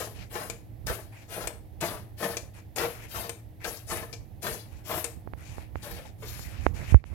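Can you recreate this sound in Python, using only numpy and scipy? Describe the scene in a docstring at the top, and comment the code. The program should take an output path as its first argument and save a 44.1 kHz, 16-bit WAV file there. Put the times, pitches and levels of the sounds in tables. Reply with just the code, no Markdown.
"""A wet spit of air and paste, close by in a small tiled room: a plastic bottle of grout is squeezed
against the joints, again and again. On each release air sputters back in and the wall snaps into shape.
A machine hums low behind it. The recorder is handheld, its left microphone port open and its right one
muffled by the hand, which rubs on the case and knocks on the port, hardest near the end."""
import sys
import numpy as np
from scipy import signal
from scipy.fft import rfft, irfft, next_fast_len
from scipy.io import wavfile
from scipy.ndimage import uniform_filter1d, minimum_filter1d, map_coordinates

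SR = 44100
rng = np.random.default_rng(int(sys.argv[2]) if len(sys.argv) > 2 else 0)


def materialize(psi):
    """Save the field psi as 16-bit PCM at rate SR to the path in sys.argv[1].

    A 1-D psi becomes a single channel; in a 2-D psi each row is a channel.
    """
    bounded = np.clip(np.atleast_2d(psi).T, -1, 1)
    quanta = np.round(bounded * 32767).astype(np.int16)
    wavfile.write(sys.argv[1], SR, quanta)


N = 314853
TIME = np.arange(N) / SR

# Levels in the tables are relative: filters and the room shape them further.
# the murmur of the room: frequency_hz, level_db
MURMUR_SPECTRUM = [(20, -31), (70, -16), (106, -1.5), (136, -16), (230, -22.5), (700, -34.5), (1400, -50.5),
                   (2400, -47), (3300, -44.5), (8300, -51.5), (12000, -47)]
# the tones of the machine: pitch_hz, level_db
HUM_TONES = [(113, -53), (312, -64)]
# background and hush drop away after the hardest knock, then partly return: time_s, gain_db
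BACKGROUND_DIP = [(6.93, 0), (6.98, -19), (7.14, -11)]

# what gets through the covered port: frequency_hz, gain_db
COVERED_PORT = [(100, -2.5), (300, -1), (700, -7), (1300, -5), (2300, -5), (3300, -13), (4700, -10.5),
                (7000, -34), (8700, -34), (11500, -11), (16000, -30)]
# the hush inside that port: frequency_hz, level_db
HUSH_SPECTRUM = [(100, -3.5), (800, 2), (1200, -23), (1900, -10), (7000, -40), (12000, -15.5), (16000, -23)]
# the finger shifts on the port: time_s, level_db
RUMBLE_LEVELS = [(0, -43.5), (3.6, -47), (4.35, -42.5), (6.3, -39.5), (6.9, -29.5), (6.98, -44),
                 (7.14, -30.5)]
# its rumble: frequency_hz, level_db
RUMBLE_SPECTRUM = [(15, -43), (42, 1.5), (80, 3.5), (400, -26), (1200, -38.5), (3000, -65)]
# the finger bumps the port: time_s, tick_db, tick_edge_hz, thump_db
PORT_BUMPS = [(0.899, -22, 497, -18.5), (5.275, -15.5, 653, -34), (5.336, -13.5, 1500, -23.5),
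              (5.583, -15, 770, -24), (5.7572, -9, 1240, -23), (6.394, -17, 1805, -54),
              (6.666, 7.5, 1100, -15.5), (6.924, -22, 500, -5.5), (6.945, -0.5, 830, 4),
              (7.0411, -17, 2980, -43)]
# the grip slides on the case: start_s, length_s, level_db
GRIP_SLIDES = [(0.138, 0.099, -49), (1.112, 0.12, -51), (2.531, 0.064, -51), (2.884, 0.17, -47),
               (3.596, 0.051, -49), (4.69, 0.11, -57.5), (5.363, 0.26, -53), (5.742, 0.33, -56),
               (6.23, 0.43, -52.5), (6.736, 0.18, -44.5), (7.047, .1, -55.5)]
# skin rubbing on the case: frequency_hz, level_db
SKIN_SPECTRUM = [(200, 4.5), (700, 12.5), (1200, 6.5), (1800, 10), (3600, 2.5), (7200, 2), (8500, -2),
                 (12000, 1), (16000, -15)]

# resonances of the bottle and its tip: pitch_hz, gain_db
CAVITY_MODES = [(345, 1.5), (468, 8), (610, 3), (675, 6.5), (840, -6), (1030, 1), (1260, -10), (1750, -1)]
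# the bottle wall snaps: start_s, level_db, ring_hz, ring_db
WALL_SNAPS = [(0.4991, -16, 7300, 9.5), (0.869, -20.5, 5500, 10.5), (1.4729, -13.5, 8350, 12),
              (1.8107, -24, 7650, 19.5), (2.369, -14.5, 6440, 11), (2.7612, -21, 7400, 14),
              (2.783, -14, 5110, 3.5), (3.294, -16.5, 8400, 12), (3.644, -24.5, 3960, 14.5),
              (4.1284, -29, 5460, 16), (4.136, -26, 5700, 13), (4.43, -26, 6600, 11),
              (5.043, -15, 8400, 17)]
# the colour of the plastic wall: frequency_hz, gain_db
WALL_COLOUR = [(100, -20), (450, 2), (1000, -7.5), (4300, -8), (9000, -11.5), (12000, -11.5), (16000, -22)]
# a slug of paste bursts in the tip: start_s, level_db, pitch_hz, length_s
PASTE_SPITS = [(0.002, -35, 480, 0.035), (0.351, -44.5, 1080, 0.071), (0.874, -33.5, 1460, 0.039),
               (0.893, -35, 448, 0.05), (1.811, -42, 2280, .08), (1.834, -41, 655, 0.039),
               (2.199, -36.5, 500, 0.029), (2.225, -31.5, 610, 0.041), (2.777, -33.5, 468, 0.1),
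               (2.796, -34.5, 1500, 0.067), (2.836, -32.5, 700, .04), (3.14, -38, 1040, 0.075),
               (3.646, -33, 1350, 0.024), (3.903, -36.5, 1130, 0.047), (4.467, -27, 1440, 0.00805),
               (4.898, -38, 950, 0.077), (5.907, -42, 11500, 0.017), (5.962, -43.5, 604, 0.046),
               (6.051, -48.5, 725, 0.03), (6.223, -40.5, 430, 0.031)]
# paste froth, air hiss and bright jet at the tip, each: frequency_hz, level_db
FROTH_SPECTRUM = [(60, -13), (170, 7.5), (270, -1), (900, 1), (1700, -5.5), (6000, -25), (16000, -42)]
HISS_SPECTRUM = [(300, -62), (1500, -2.5), (5000, -1), (8500, -3.5), (12000, -3.5), (16000, -7.5)]
JET_SPECTRUM = [(8000, -25), (10800, -4), (13300, -4), (16000, -18)]
# the hand squeezes the bottle: start_s, attack_s, air_hold_s, paste_hold_s, sizzle_hz, air_db, paste_db
SQUEEZE_STROKES = [(-.005, 0.0011, 0.0092, 0.017, 11250, -32, -32.5),
                   (.862, 0.0062, 0.096, 0.056, 11600, -34, -31.5),
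                   (1.803, 0.0057, 0.09, 0.14, 11400, -31, -28.5),
                   (2.756, 0.0061, 0.11, 0.078, 12200, -31.5, -25),
                   (3.636, 0.0063, .115, 0.025, 11500, -33.5, -30),
                   (4.413, 0.022, 0.13, 0.084, 11400, -32.5, -30),
                   (5.818, 0.014, 0.14, 0.036, 11500, -38, -33.5)]
# the hand lets go and air is drawn back in: same columns
RELEASE_STROKES = [(0.289, 0.068, 0.15, 0.14, 11000, -36.5, -32),
                   (1.27, 0.077, 0.15, .17, 10900, -36, -31.5),
                   (2.166, 0.075, 0.13, 0.15, 10600, -33, -31.5),
                   (3.076, 0.096, 0.15, 0.15, 12900, -34, -33),
                   (3.861, 0.058, .115, 0.12, 10500, -33.5, -29.5),
                   (4.837, .08, 0.16, 0.14, 12800, -33, -29.5),
                   (6.175, 0.13, 0.25, .14, 12500, -39.5, -45.5)]
STROKES = np.array(sorted(SQUEEZE_STROKES + RELEASE_STROKES))

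CAVITY_Q = 20.7
FULL_JET_DB, JET_GROWTH = -34, 0.59  # the bright jet needs pressure: it grows faster than the hiss


def from_db(db):
    """Decibels to gain."""
    return 10 ** (np.asarray(db) / 20)


def rms_one(x):
    """Scale to unit power."""
    return x / np.sqrt(np.mean(x ** 2) + 1e-20)


def level(rows):
    """Gain over time from rows of time_s, level_db."""
    return from_db(np.interp(TIME, *np.transpose(rows)))


def envelope(start_s, attack_s, hold_s, slope_db_per_s, fade_db_per_s, power=1):
    """Gain that rises, slopes gently until hold_s after the start, then fades."""
    age = TIME - start_s
    slope_db = slope_db_per_s * np.clip(age - attack_s, 0, max(hold_s - attack_s, 0))
    fade_db = fade_db_per_s * np.maximum(age - hold_s, 0)
    return np.clip(age / attack_s, 0, 1) ** power * from_db(np.maximum(slope_db - fade_db, -200))


def coloured(x, spectrum):
    """Filter by a smooth curve of frequency_hz, gain_db."""
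    hz, db = np.transpose(spectrum)
    size = next_fast_len(N + 8192)
    bins = np.maximum(np.fft.rfftfreq(size, 1 / SR), 1)
    gain = from_db(np.interp(np.log(bins), np.log(hz), db))
    return irfft(rfft(x, size) * gain, size)[..., :N]


def filtered(x, hz, kind):
    """Two-pole low-pass or high-pass."""
    return signal.sosfilt(signal.butter(2, hz, kind, fs=SR, output="sos"), x)


def resonate(x, hz, width_hz):
    """Two-pole resonance, gain 1 at its peak."""
    r = np.exp(-np.pi * width_hz / SR)
    poles = [1, -2 * r * np.cos(2 * np.pi * hz / SR), r * r]
    return signal.lfilter(np.array([1, 0, -1]) * (1 - r * r) / 2, poles, x + 1e-18)


def noise(spectrum):
    """Unit noise of a given colour."""
    return rms_one(coloured(rng.standard_normal(N), spectrum))


def drift(rate):
    """Random wander of spread 1, with about `rate` turns a second."""
    return rms_one(np.interp(TIME * rate, np.arange(N), rng.standard_normal(N)))


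def grains(per_s, spread_db):
    """Random clicks of uneven size and sign."""
    sizes = from_db(spread_db * np.minimum(rng.exponential(1, N), 4)) * rng.choice([-1, 1], N)
    return rms_one(sizes * (rng.random(N) < per_s / SR))


def shifting(x, depth_db, rate):
    """Broad resonances open and close at random."""
    centres = np.geomspace(400, 14000, 10)
    changes = sum((from_db(depth_db * drift(rate)) - 1) * resonate(x, hz, .35 * hz) for hz in centres)
    return rms_one(x + changes)


def evened(x, share=.1):
    """Flatten the broad peaks and dips of a short response to unit energy; its fine ripple stays."""
    size = 2 * x.shape[-1]
    spectrum = rfft(x, size)
    bins = np.arange(spectrum.shape[-1])
    reach = (share * np.maximum(bins, 400 * size / SR)).astype(int)
    low, high = np.maximum(bins - reach, 0), np.minimum(bins + reach, bins[-1])
    total = np.cumsum(np.abs(spectrum) ** 2, axis=-1)
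    smooth_power = (total[..., high] - total[..., low]) / (high - low)
    causal_cepstrum = irfft(-np.log(smooth_power) / 2) * (1 + np.sign(np.fft.fftfreq(size)))
    return irfft(spectrum * np.exp(rfft(causal_cepstrum)))[..., :size // 2]


def room_tone(murmur_db=-50, waver_db=0.5):
    """A wavering machine hum over the low murmur of the room."""
    hum = np.zeros(N)
    for hz, db in HUM_TONES:
        peak = from_db(db + waver_db * drift(rate=7.7)) * np.sqrt(2)
        hum += peak * np.sin(2 * np.pi * hz * TIME + .5 * drift(rate=5.4))
    return hum + from_db(murmur_db) * noise(MURMUR_SPECTRUM)


def grip_rub(case_hz=2430, case_db=2):
    """Skin catches on the recorder in tiny slips that ring its case; each slide presses ever harder."""
    pressure = sum(from_db(db) * envelope(start, 0.023, length, slope_db_per_s=19, fade_db_per_s=304)
                   for start, length, db in GRIP_SLIDES)
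    slips = shifting(coloured(grains(per_s=5500, spread_db=2), SKIN_SPECTRUM), depth_db=3.5, rate=22)
    return pressure * rms_one(slips + from_db(case_db) * resonate(slips, case_hz, width_hz=420))


def port_rumble(lumpy_db=3, hush_db=-58):
    """Right on the microphone, a shifting finger rumbles over the hush of the covered port."""
    rumble = level(RUMBLE_LEVELS) * from_db(lumpy_db * drift(rate=23)) * noise(RUMBLE_SPECTRUM)
    return rumble + from_db(hush_db) * level(BACKGROUND_DIP) * noise(HUSH_SPECTRUM)


def port_bumps(start_hz=105, end_hz=50, settle_s=0.011, thump_s=0.022, leak_hz=260,
               hollow_hz=750, hollow_db=-3, graze_s=0.00368, graze_db=-25):
    """The finger grazes the port, then seals it: a spike rings the hollow, a thump sinks as it settles."""
    ticks, thumps = np.zeros((2, N))
    for start, tick_db, edge_hz, thump_db in PORT_BUMPS:
        for when, db in ((start - graze_s, tick_db + graze_db), (start, tick_db)):
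            ticks += from_db(db) / (1 + (2 * np.pi * edge_hz * (TIME - when)) ** 2)
        at = round(start * SR)
        t = TIME[:min(N - at, SR // 10)]
        cycles = end_hz * t + (start_hz - end_hz) * settle_s * (1 - np.exp(-t / settle_s))
        decay = np.exp(-(t / thump_s) ** 2)
        thumps[at:at + len(t)] -= from_db(thump_db) * np.sin(2 * np.pi * cycles) * decay
    ticks += from_db(hollow_db) * resonate(ticks, hollow_hz, width_hz=330)
    return coloured(filtered(ticks, leak_hz, "high") + thumps, COVERED_PORT)


def reflections(near_db, tail_db, near_t60_s=0.031, low_t60_s=0.35, high_t60_s=0.28, split_hz=585):
    """Direct sound, a bright corner and a tiled tail whose lows linger and reach both ports much alike."""
    t = TIME[:SR // 3]
    white = rng.standard_normal((2, len(t)))
    lows = filtered(rng.standard_normal(len(t)) + .5 * white, split_hz, "low")
    highs = filtered(white, split_hz, "high")
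    near, low_tail, high_tail = (rms_one(from_db(-60 * t / t60)) / np.sqrt(len(t))
                                 for t60 in (near_t60_s, low_t60_s, high_t60_s))
    response = from_db(near_db) * near * highs + from_db(tail_db) * (low_tail * lows + high_tail * highs)
    response[:, 0] += [1, .8]  # the finger shades the right port from the direct sound
    return evened(response)


def tiled_room(x, near_db, tail_db, port_lag_s=.0001):
    """Bottle and hands move on, so every stroke reaches the microphones with reflections of its own."""
    out = np.zeros((2, N + SR))
    edges = np.r_[0, (STROKES[1:, 0] * SR).astype(int), N]
    for start, end in zip(edges, edges[1:]):
        heard = signal.fftconvolve(x[None, start:end], reflections(near_db, tail_db), axes=1)
        out[:, start:start + heard.shape[1]] += heard
    left, right = out[:, :N]
    return np.array([left, np.interp(TIME - port_lag_s, TIME, right)])


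def crack(t60_s):
    """A burst of noise that dies at once and has no pitch of its own."""
    decay = from_db(-60 * TIME[:SR // 10] / t60_s)
    return evened(decay * rng.standard_normal(len(decay))) * np.sqrt(np.sum(decay ** 2))


def wall_snaps(cavity_db=2, hollow_hz=2370, hollow_db=10):
    """The plastic buckles: a dry crack and a hollow note, each time with a bright ring of its own."""
    cracks = np.zeros(N)
    for start, db, ring_hz, ring_db in WALL_SNAPS:
        at = round(start * SR)
        burst = from_db(db) * crack(t60_s=0.023)
        cracks[at:at + len(burst)] += burst + from_db(ring_db) * resonate(burst, ring_hz, width_hz=1800)
    cavity = sum(from_db(db) * resonate(cracks, hz, hz / CAVITY_Q) for hz, db in CAVITY_MODES)
    hollow = resonate(cracks, hollow_hz, width_hz=220)
    return coloured(cracks + from_db(cavity_db) * cavity + from_db(hollow_db) * hollow, WALL_COLOUR)


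def paste_spits(fall=0.25, tears_per_s=330, tear_s=0.001, splutter_db=-5):
    """Paste tears in a quick uneven run, over a pocket of air whose pitch sinks as the tip clears."""
    out = np.zeros(N)
    cycle = np.cumsum(tears_per_s * 2 ** (.5 * drift(rate=tears_per_s))) / SR % 1
    tears = np.exp(-cycle / (tears_per_s * tear_s)) * rng.standard_normal(N)
    for start, db, hz, length in PASTE_SPITS:
        at, count = round(start * SR), round(length * SR)
        progress = np.arange(count) / count
        run = tears[at:at + 2 * count]
        edge_hz = min(2 * hz, SR / 4)
        pocket = rms_one(resonate(run, hz, 0.13 * hz))
        splutter = from_db(splutter_db) * rms_one(resonate(run, edge_hz, edge_hz))
        slowing = count * (progress + fall * progress * (1 - progress))
        sinking = map_coordinates(pocket + splutter, [slowing])
        out[at:at + count] += from_db(db) * rms_one(sinking * np.sin(np.pi * np.sqrt(progress)))
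    return out


def bubble_pops(low_hz=600, high_hz=6000, q=12):
    """Small bubbles of paste pop at random, over a spread of pitches."""
    return rms_one(sum(rms_one(resonate(grains(per_s=45, spread_db=1.5), hz, hz / q)) / hz ** .5
                       for hz in np.geomspace(low_hz, high_hz, 24)))


def paste_sputter(froth_db=-5, flutter_db=4, wander_db=2, pops_db=-4.5):
    """Films of paste burst in the tip, pop and ring the cavity, whose resonances come and go."""
    bursts = grains(per_s=1400, spread_db=5.5) * from_db(flutter_db * drift(rate=70))
    rings = sum((-1) ** k * from_db(db + wander_db * drift(rate=20)) * resonate(bursts, hz, hz / CAVITY_Q)
                for k, (hz, db) in enumerate(CAVITY_MODES))
    froth = rms_one(coloured(bursts, FROTH_SPECTRUM))
    return rms_one(rms_one(rings) + from_db(froth_db) * froth + from_db(pops_db) * bubble_pops())


def tip_sizzle(half_width_hz=650, sink_hz_per_s=4000, wander_hz=450):
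    """The narrow gap in the tip half whistles: its pitch wanders, and sinks as the pressure drops."""
    pitch = wander_hz * drift(rate=30)
    ends = np.r_[STROKES[1:, 0], np.inf]
    for (start, _, hold_s, _, hz, *_), end in zip(STROKES, ends):
        during = (TIME >= start) & (TIME < end)
        pitch += during * (hz - sink_hz_per_s * (TIME - start - hold_s / 2))
    real, imaginary = filtered(rng.standard_normal((2, N)), half_width_hz, "low")
    return rms_one(np.real((real + 1j * imaginary) * np.exp(2j * np.pi * np.cumsum(pitch) / SR)))


def tip_flow(strokes, paste_lag_s, sag_db_per_s, clear_s, fade_db_per_s=174.5):
    """Gains of air, paste and jet: paste peaks just after air, and both sag while the stroke holds."""
    gains = np.zeros((3, N))
    slopes = (-sag_db_per_s, fade_db_per_s)
    for start, attack_s, air_hold_s, paste_hold_s, _, air_db, paste_db in strokes:
        air = from_db(air_db) * envelope(start, attack_s, air_hold_s, *slopes, power=0.99)
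        paste = envelope(start, attack_s + paste_lag_s, paste_hold_s, *slopes, power=1.77)
        cleared = np.clip((TIME - start) / clear_s, 0, 1)
        jet = air * from_db(JET_GROWTH * (air_db - FULL_JET_DB)) * cleared
        gains += [air, from_db(paste_db) * paste, jet]
    return gains


def nozzle(hiss_db=-2, jet_db=-5, sizzle_db=-7, sputter_db=-1.54):
    """Air hisses and sizzles through the sputtering paste, brighter as the tip clears."""
    outward = tip_flow(SQUEEZE_STROKES, paste_lag_s=0.013, sag_db_per_s=61, clear_s=0.038)
    inward = tip_flow(RELEASE_STROKES, paste_lag_s=0.00077, sag_db_per_s=30, clear_s=0.035)
    air_gain, paste_gain, jet_gain = outward + inward
    hiss = shifting(coloured(grains(per_s=9000, spread_db=4), HISS_SPECTRUM), depth_db=4, rate=35)
    jet = from_db(jet_db) * shifting(noise(JET_SPECTRUM), depth_db=2.5, rate=74)
    jet += from_db(sizzle_db) * tip_sizzle()
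    sputter = from_db(sputter_db) * paste_sputter()
    return from_db(hiss_db) * air_gain * hiss + jet_gain * jet + paste_gain * sputter


def scene():
    """The bottle at close range: the left port is open, the right is muffled and takes the finger noise."""
    bottle = tiled_room(nozzle() + paste_spits(), near_db=-3, tail_db=-3.5)
    bottle += tiled_room(wall_snaps(), near_db=-5, tail_db=-4)
    grip = np.array([grip_rub(), grip_rub()])
    left, right = bottle + grip + room_tone() * level(BACKGROUND_DIP)
    return np.array([left, coloured(right, COVERED_PORT) + port_rumble() + port_bumps()])


def record(dry, cutoff_hz=16000):
    """The recorder's quick limiter holds the loudest knocks at full scale; the top is cut."""
    needed_gain = 1 / np.maximum(np.abs(dry), 1)
    gain = uniform_filter1d(minimum_filter1d(needed_gain, size=200), size=200)
    return signal.sosfilt(signal.ellip(10, .1, 70, cutoff_hz, fs=SR, output="sos"), dry * gain)


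dry = scene()
out = record(dry)
materialize(out)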